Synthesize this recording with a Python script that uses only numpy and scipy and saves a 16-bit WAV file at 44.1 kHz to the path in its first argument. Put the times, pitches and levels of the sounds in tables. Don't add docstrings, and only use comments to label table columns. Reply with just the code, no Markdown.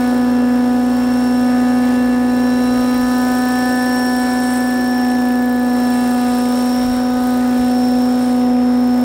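import sys
import numpy as np
from scipy import signal
from scipy.fft import rfft, irfft, next_fast_len
from scipy.io import wavfile
from scipy.ndimage import uniform_filter1d, map_coordinates

SR = 44100
rng = np.random.default_rng(int(sys.argv[2]) if len(sys.argv) > 2 else 0)


def gain_from_decibels(decibels):
    exponent = np.asarray(decibels, float) / 20
    return 10 ** exponent


def transcribe(signal):
    frames = np.atleast_2d(signal).T
    limited = np.clip(frames, -1, 1)
    pcm = np.round(limited * 32767).astype(np.int16)
    wavfile.write(sys.argv[1], SR, pcm)


N = 398659

ROTOR, TAIL, MESH, START = .11813, .55115, 21.958, .35
USUAL_DB = -14.7
BREEZE_DB = -52.5

# t/s, crank speed f/Hz, firing tone level/dB
ENGINE = [(0, 247.38, -15.5), (.45, 246.5, -13.8), (1.0, 247.75, -14.1), (1.4, 248.0, -14.3),
          (1.8, 248.46, -13.8), (2.2, 247.7, -13.4), (2.8, 249.0, -14.5), (3.7, 250.27, -16),
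          (4.2, 249.3, -16.4), (4.7, 249.25, -16.1), (5.7, 246.7, -14.6), (6.4, 246.28, -15),
          (6.85, 248.75, -15.6), (7.2, 249.28, -15.5), (7.6, 248.2, -14), (8.2, 248.84, -14.1),
          (8.4, 247.8, -13.6), (9.04, 247.16, -13.4)]
# t/s, peak level/dB, share on the right port/0-1
POPS = [
    (2.941, -28, .9),
    (3.311, -27, .9),
    (4.828, -27, 0.8),
    (6.827, -23, .3),
    (6.87, -23, .8),
    (6.907, -15, 0.55),
    (6.956, -24, 1),
    (7.604, -15, .7),
]
# t/s, lead/0-1
LEAD = [
    (0, 0.85),
    (6.85, 1),
    (6.98, .5),
    (7.7, 0.44),
    (9.04, 0.66),
]
# order/crank, level/dB
UPPER = [(8, -65), (12, -60.5), (13, -59.5), (14, -62.5), (17, -64), (19, -73)]
# order/crank, order/rotor, order/tail shaft, level under firing
# tone/dB
MIXED = [(1, -2, 0, -38.5), (1, 1, 0, -36.5), (1, 6, 0, -35.5), (2, 1, 0, -30.5), (2, 2, 0, -34),
         (1, 0, 1, -27.5), (1, 0, 2, -43), (3, 0, 1, -36.5)]
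# f/Hz, level/dB per Hz
EXHAUST = [(45, -25), (80, -13.5), (200, -10.5), (310, -4), (420, -4.5), (580, -1.5), (800, -6.5),
           (1200, -11.5), (1750, -11.5), (2100, -16), (2800, -21.5), (4000, -42)]
# f/Hz, level/dB per Hz
CASING = [(1500, -16), (2400, -5.5), (3300, 0), (4600, -1), (6300, -5.5), (8200, -3.5), (9900, -7),
          (10800, -4.5), (12000, -14.5), (14500, -8), (17000, -15.5)]
# f/Hz, level/dB per Hz
SWISH = [(9000, -21), (12200, -5.5), (13500, -1), (15000, 2), (17000, -3)]
# f/Hz, level/dB per Hz
CRACK = [(1300, -20), (2100, -1), (2800, 0), (3800, -9), (7000, -13), (9000, -30)]
# f/Hz, level/dB per Hz
BUFFET = [(15, -22), (35, -2), (70, 0.5), (150, -7.5), (300, -23), (800, -47)]
# f/Hz, left minus right level/dB, left phase lead/rad
PORTS = [(60, -1.5, 0.12), (250, -0.3, 0.21), (700, 1, 0.18), (1310, 1.5, 0.1), (2410, 0.43, .03),
         (4960, 0, 0.052), (8500, 1.2, 0.14), (10000, 1.5, .07), (11000, .1, 0.61), (12900, 3, 0.19),
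         (14000, 0.5, .07), (15500, 2.5, .14)]
# f/Hz, width/Hz, level/dB
FINS = [(7550, 470, -4), (8190, 260, 0.5), (9130, 520, -1.5), (11000, 690, -5)]
# t/s, level/dB, side tones over mesh tone/dB, upper over lower side tone/dB
GEAR = [(0.0, -43, 6.0, 3.0), (0.43, -47.5, 2.0, -0.0), (1.0, -44.5, -6.0, -7.0), (1.36, -42, -7, -2.0),
        (2.22, -47.5, 5, 3.0), (2.49, -39.5, 6.0, 11), (3.23, -39, 6.0, 8.0), (3.72, -37, -6, -5.0),
        (4.28, -36.5, -17, 5.0), (4.92, -38, -6.0, 8.0), (5.56, -46, 10, 1), (5.85, -40, -3.0, 7),
        (6.14, -43.5, 8, -2), (6.75, -34.5, 10, 7), (7.44, -46.5, 9, 2), (7.84, -37, 2, -13.0),
        (8.27, -44.0, 5, -12), (9.04, -43.0, 6.0, -16)]
# t/s, level/dB
SLAP = [
    (0, -57),
    (4.8, -58),
    (5.03, -45),
    (5.38, -46.5),
    (5.55, -60),
    (8.2, -56),
    (8.6, -63),
]
# t/s, heading/degrees (0 = nose on), engine bay exposure level/dB
FLIGHT = [(0.0, -69, -0.7), (0.43, -75, -3.5), (1.04, -71, -2.4), (1.57, -60, -1.5), (2.24, -61, -3),
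          (2.81, -71, 1), (3.2, -51, 2), (3.5, -41, 2.5), (4.27, -30, 2.3), (4.56, -18, 0.9),
          (5.49, -1, -3), (5.89, 3, 0.8), (6.34, 31, 2.2), (7.14, 51, 1), (7.56, 36, 0.5), (8.04, 55.5, -1),
          (8.52, 60, -3.5), (9.04, 52, -3.7)]
PARTS = [2, 3, 4, 5, 6, 7, 9, 11, 16, "thump", "chop", "tail", "tail octave", "casing", "piston", "swish",
         15]
# loudest level/dB, slope/dB per dB of exposure, slope/dB per dB of firing tone,
# lobe depth/dB, loudest heading/degrees
BEAMS = [(-25.5, -0.2, 0.4, 3.0, 164), (-26.5, -0.01, -0.9, 2.7, 22), (-35.5, 0.7, -0.9, 2.2, -83),
         (-31.0, 2.1, 3.0, 4.5, -167), (-36.5, 0.85, -0.6, 3.0, -117), (-29.5, 0.14, -0.76, 24.0, -24.5),
         (-48.0, 0.4, -4.5, 7.0, -135), (-49.5, 1.2, 3.5, 6.5, -75), (-52.0, 1.5, 1.7, 2.5, -45),
         (-38.5, 0.1, 1.0, 2.1, -158), (-38.5, -0.66, -1.2, 10.5, -20), (-31.5, -0.3, -0.1, 3.5, -97),
         (-35.5, 0.35, 0.5, 0.5, 162), (-40.5, 1.0, 0.25, 0.5, -170), (-42.0, 1.72, 0.0, 9.5, -8),
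         (-44.5, 0.6, -1.0, 6.6, -2), (-52, .5, -1, 30, 63)]
# t/s, left port level/dB, right port level/dB, half length/s
GUSTS = [(0, -45, -47, .15), (.7, -45, -52, .2), (1.302, -44, -49, .4), (2.05, -43, -46, 0.28),
         (2.85, -39, -42, .17), (3.05, -43, -43, .1), (3.3, -44, -41, .08), (4.25, -50, -40, .1),
         (4.78, -47, -44, .08), (6.3, -50, -45, .08), (6.95, -42, -33, 0.11), (7.3, -38, -40, .2),
         (7.6, -44, -40, .06), (7.88, -47, -40, 0.088), (8.35, -45, -48, .2)]
# t/s, level change/dB, half length/s
EDDIES = [(.05, 2, .1), (.4, -3, 0.14), (1.2, 3, .2), (2.1, -2, .12), (3.1, 0.5, .15), (4.27, -0.5, .08),
          (4.55, 2.5, 0.11), (6.1, -0.5, .1), (6.65, 1, .15), (7.077, -5, 0.082), (7.27, 2.5, .07),
          (7.48, -3.5, .08), (8.28, 5, 0.088), (8.56, -9, 0.12), (8.8, -3, .15)]
EDDY_SHARE = {"casing": 0.34, "piston": 1.6, "swish": .7, "16": 0.54, "6": 0.25}
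GLINTS = {"16": [(.8, -8, .5), (2.7, 7, 0.32), (5.83, 4, .1), (7.3, 4, .3), (8.6, -6, .5)],
          "11": [(6.09, 9.5, .25), (5.4, -5, .3)], "6": [(7.4, 4.5, 0.27)], "5": [(7.2, 3, .2),
          (7.9, -7, 0.28), (5.4, 3.5, 0.32)], "casing": [(1.9, 2, .12), (5.55, -1.5, 0.17),
          (7.15, -1.5, 0.16)], "2": [(4.9, -2, 0.28), (6.45, 3, 0.16)], "9": [(.6, -4, .4), (1.7, 7, .3)],
          "swish": [(1.6, -2, .5), (3.2, 3, .3), (4.27, -3, .1), (5.5, 3, .15), (8.28, -3, .08),
          (9, 4, .15)], "piston": [(2.2, 4, .1), (4.3, 2, .5), (5.97, 2.5, 0.087), (7.4, -2, .3)],
          "chop": [(6.2, -6, .6)], "tail octave": [(3.4, -3, .4), (6.8, 2, .4)]}


def unit(x):
    return x / np.sqrt(np.mean(x ** 2) + 1e-20)


def along(points, hz, axis=1):
    table = np.transpose(points)
    return np.interp(np.log(hz + 1), np.log(table[0] + 1), table[axis])


def curves(rows):
    times, *columns = np.transpose(rows)
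    return [np.interp(np.arange(N) / SR, times, column) for column in columns]


def swells(rows):
    t = np.arange(0, N + 64, 64) / SR
    total = 0 * t
    for s, db, half in rows:
        total = total + db * np.exp(-((t - s) / half) ** 2)
    return np.interp(np.arange(N) / SR, t, total)


def wobble(rate):
    coarse = np.arange(0, N + 16, 16)
    knots = rng.standard_normal(int(N * rate / SR) + 4)
    smooth = map_coordinates(knots, [coarse * rate / SR], order=2)
    return unit(np.interp(np.arange(N), coarse, smooth))


def filtered(x, response):
    m = next_fast_len(N + 8192)
    return irfft(rfft(x, m) * response(np.fft.rfftfreq(m, 1 / SR)), m)[..., :N]


def rush(spectrum, patchy_db):
    z = signal.stft(rng.standard_normal(N), nperseg=512)[2]
    field = uniform_filter1d(rng.standard_normal(z.shape), size=8, axis=0)
    field = uniform_filter1d(field, size=24, axis=1)
    patched = signal.istft(z * gain_from_decibels(patchy_db * unit(field)), nperseg=512)[1][:N]
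    return unit(filtered(patched, lambda hz: gain_from_decibels(along(spectrum, hz))))


def tone(angle, db, sway_db=0):
    if sway_db:
        db = db + sway_db * wobble(4)
    return np.sqrt(2) * gain_from_decibels(db) * np.cos(angle)


def gusts():
    t = np.arange(0, N + 64, 64) / SR
    power = gain_from_decibels(2 * BREEZE_DB)
    for s, left, right, half in GUSTS:
        power = power + gain_from_decibels(2 * np.array([[left], [right]])) * np.exp(-((t - s) / half) ** 2)
    return np.array([np.interp(np.arange(N) / SR, t, 10 * np.log10(p)) for p in power])


def wind():
    lumps = gain_from_decibels(2.1 * np.array([wobble(20), wobble(18), wobble(15)]))
    shared, left, right = lumps * [rush(BUFFET, patchy_db=3) for _ in range(3)]
    buffeting = unit(shared + 0.86 * np.array([left, right]))
    out = gain_from_decibels(1.2 * (gusts() + 40.0) - 40.5) * buffeting
    t = np.arange(-600, 600) / SR
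    push = -t / 0.0015 * np.exp(.5 - .5 * (t / 0.0013) ** 2)
    for s, db, share in POPS:
        start = round(s * SR) - len(t) // 2
        out[:, start:][:, :len(t)] += gain_from_decibels(db) * push * [[1 - share], [-share]]
    return out


def swish(crank, level):
    since = (ROTOR * crank / (2 * np.pi) - .14) % 1
    sweep = 0.18 + np.exp(-((since - .12) / .085) ** 2)
    flutter = gain_from_decibels(.6 * wobble(25) + 1.8 * wobble(500))
    return gain_from_decibels(level["swish"] + 2.5) * unit(sweep * flutter) * rush(SWISH, patchy_db=0.0)


def slap(blade):
    bursts = unit(np.exp(30 * np.cos(blade)) * gain_from_decibels(1.5 * wobble(60)))
    return gain_from_decibels(curves(SLAP)[0]) * bursts * rush(CRACK, patchy_db=.5)


def airflow(crank, level):
    casing_db = level["casing"]
    blade = 2 * ROTOR * crank - 4.3
    beat = gain_from_decibels(1.37 * np.cos(blade) + 0.3 * wobble(20))
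    low = gain_from_decibels(0.23 * (casing_db + 44) - 32.5) * beat * rush(EXHAUST, patchy_db=1)
    firing_gate = 1 + .13 * np.cos(crank - 1.5)
    high = gain_from_decibels(casing_db + 2.5) * beat * firing_gate * rush(CASING, patchy_db=0.5)
    return low + high + slap(blade) + swish(crank, level)


def gears(crank):
    whine_db, depth_db, lean_db = curves(GEAR)

    def share(db):
        return -10 * np.log10(1 + gain_from_decibels(2 * db))

    mesh_db = whine_db + share(depth_db)
    sides_db = whine_db + share(-depth_db)
    lower_db = sides_db + share(lean_db)
    upper_db = sides_db + share(-lean_db)
    load = ROTOR * crank
    teeth = MESH * crank + .25 * wobble(60) + 0.88 * wobble(22) + .5 * np.cos(load)
    whine = tone(teeth, mesh_db, sway_db=1.6)
    sides = tone(teeth - 4 * load, lower_db) + tone(teeth + 4 * load, upper_db - 3.0)
    slips = sum(tone(teeth + k * crank, -75, sway_db=6.0) for k in (-2, -1, 1))
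    resonance = lambda hz: 1 / (1 + ((hz - 5450) / 170) ** 2)
    ring = unit(filtered(rng.standard_normal(N), resonance))
    return whine + sides + slips + gain_from_decibels(whine_db - 5.0) * ring


def rotors(crank, level):
    tail_db, octave_db, chop_db, thump_db = (level[p] for p in ("tail", "tail octave", "chop", "thump"))
    main = 2 * ROTOR * crank + 1.66
    tail = 2 * TAIL * crank + 2.21
    thump = sum(tone(k * main - 1.1, thump_db + db, sway_db=0.5) for k, db in enumerate([-2, 0, -6], 1))
    chop = tone(crank + main, chop_db - 5 + 1.8 * wobble(15), sway_db=3.0)
    chop = chop + tone(crank + 2 * main, chop_db - 3 + 2.2 * wobble(15), sway_db=2)
    buzz = sum(tone(k * tail, tail_db / 2 + db, sway_db=2.2)
               for k, db in enumerate([-24.0, -29.5, -33.5, -36], 3))
    hum = tone(tail - np.pi, tail_db) + tone(2 * tail - np.pi, octave_db + 1.2 * wobble(18))
    return thump + chop + buzz + hum


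def fins(hz):
    total = 0
    for k, (centre, width, db) in enumerate(FINS):
        damping = 1j * hz * width
        total = total + (-1) ** k * gain_from_decibels(db) * damping / (centre * centre - hz * hz + damping)
    return total


def piston_slap(crank, level):
    turn = (crank + 0.028 * wobble(80)) / (2 * np.pi) % 1
    habit = np.fft.irfft(np.exp(2j * np.pi * rng.random(65)), 128)
    repeat = unit(map_coordinates(habit, [128 * turn], order=1, mode="grid-wrap"))
    gate = gain_from_decibels(2.1 * np.cos(crank - 1.5) + 1.45 * wobble(70))
    knocks = gate * (0.86 * repeat + rng.standard_normal(N))
    ringing = unit(filtered(knocks, lambda hz: fins(hz) * abs(fins(hz))))
    return gain_from_decibels(1.03 * (level["piston"] + 45.5) - 47.5) * ringing


def clatter(crank, level):
    beamed = [(k, level[k]) for k in (11, 16, 9, 15)]
    shading = np.cos(2 * ROTOR * crank) + wobble(30)
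    uneven = crank + 0.024 * wobble(90)
    orders = sum(tone(k * uneven - 1.5, db + 1.65 * shading, sway_db=1.2) for k, db in [*UPPER, *beamed])
    return orders + piston_slap(crank, level)


def exhaust(crank, level):
    first_db = curves(ENGINE)[1]
    uneven = crank + 0.025 * wobble(70)
    out = tone(crank, first_db + 0.16 * wobble(40), sway_db=0.33)
    for k in PARTS[:6]:
        lag = 2.22 * (1 - np.exp((1 - k) / 2.4))
        out = out + tone(k * uneven - lag, level[k] + 0.14 * wobble(40), sway_db=1.23)
    for engine, rotor, tail, db in MIXED:
        angle = (engine + rotor * ROTOR + tail * TAIL) * crank + rng.uniform(0, 2 * np.pi)
        out = out + tone(angle, first_db + db + 2.4 * wobble(14))
    return out


def heard():
    heading, exposed_db = curves(FLIGHT)
    firing_db = curves(ENGINE)[1] - USUAL_DB
    eddy_db = swells(EDDIES)
    x, y = np.cos(np.radians(heading)), np.sin(np.radians(heading))
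    level = {}
    for part, (db, bay, fire, lobe_db, aim) in zip(PARTS, BEAMS):
        name = str(part)
        facing = x * np.cos(np.radians(aim)) + y * np.sin(np.radians(aim))
        passing = EDDY_SHARE.get(name, 0) * eddy_db + swells(GLINTS.get(name, []))
        level[part] = db + bay * exposed_db + fire * firing_db - lobe_db * (1 - facing) + passing
    return level


def ports(x):
    def half(hz):
        return np.tanh(np.log(gain_from_decibels(along(PORTS, hz))) / 2 + .5j * along(PORTS, hz, axis=2))

    bass = lambda hz: 1 / (1 + (hz / 450) ** 4)
    bass_side = filtered(x, lambda hz: half(hz) * bass(hz))
    side = filtered(x, half) + (curves(LEAD)[0] - 1) * bass_side
    return np.array([x + side, x - side])


def scene():
    crank = 2 * np.pi * (np.cumsum(curves(ENGINE)[0]) / SR + START)
    level = heard()
    craft = airflow(crank, level) + gears(crank) + rotors(crank, level)
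    craft = craft + clatter(crank, level) + exhaust(crank, level)
    return wind() + ports(craft)


def top_cut(x):
    return signal.sosfilt(signal.butter(12, 16610, fs=SR, output="sos"), x)


def record(dry):
    kept = filtered(dry, lambda hz: hz < 15800)
    return top_cut(kept)


dry = scene()
out = record(dry)
transcribe(out)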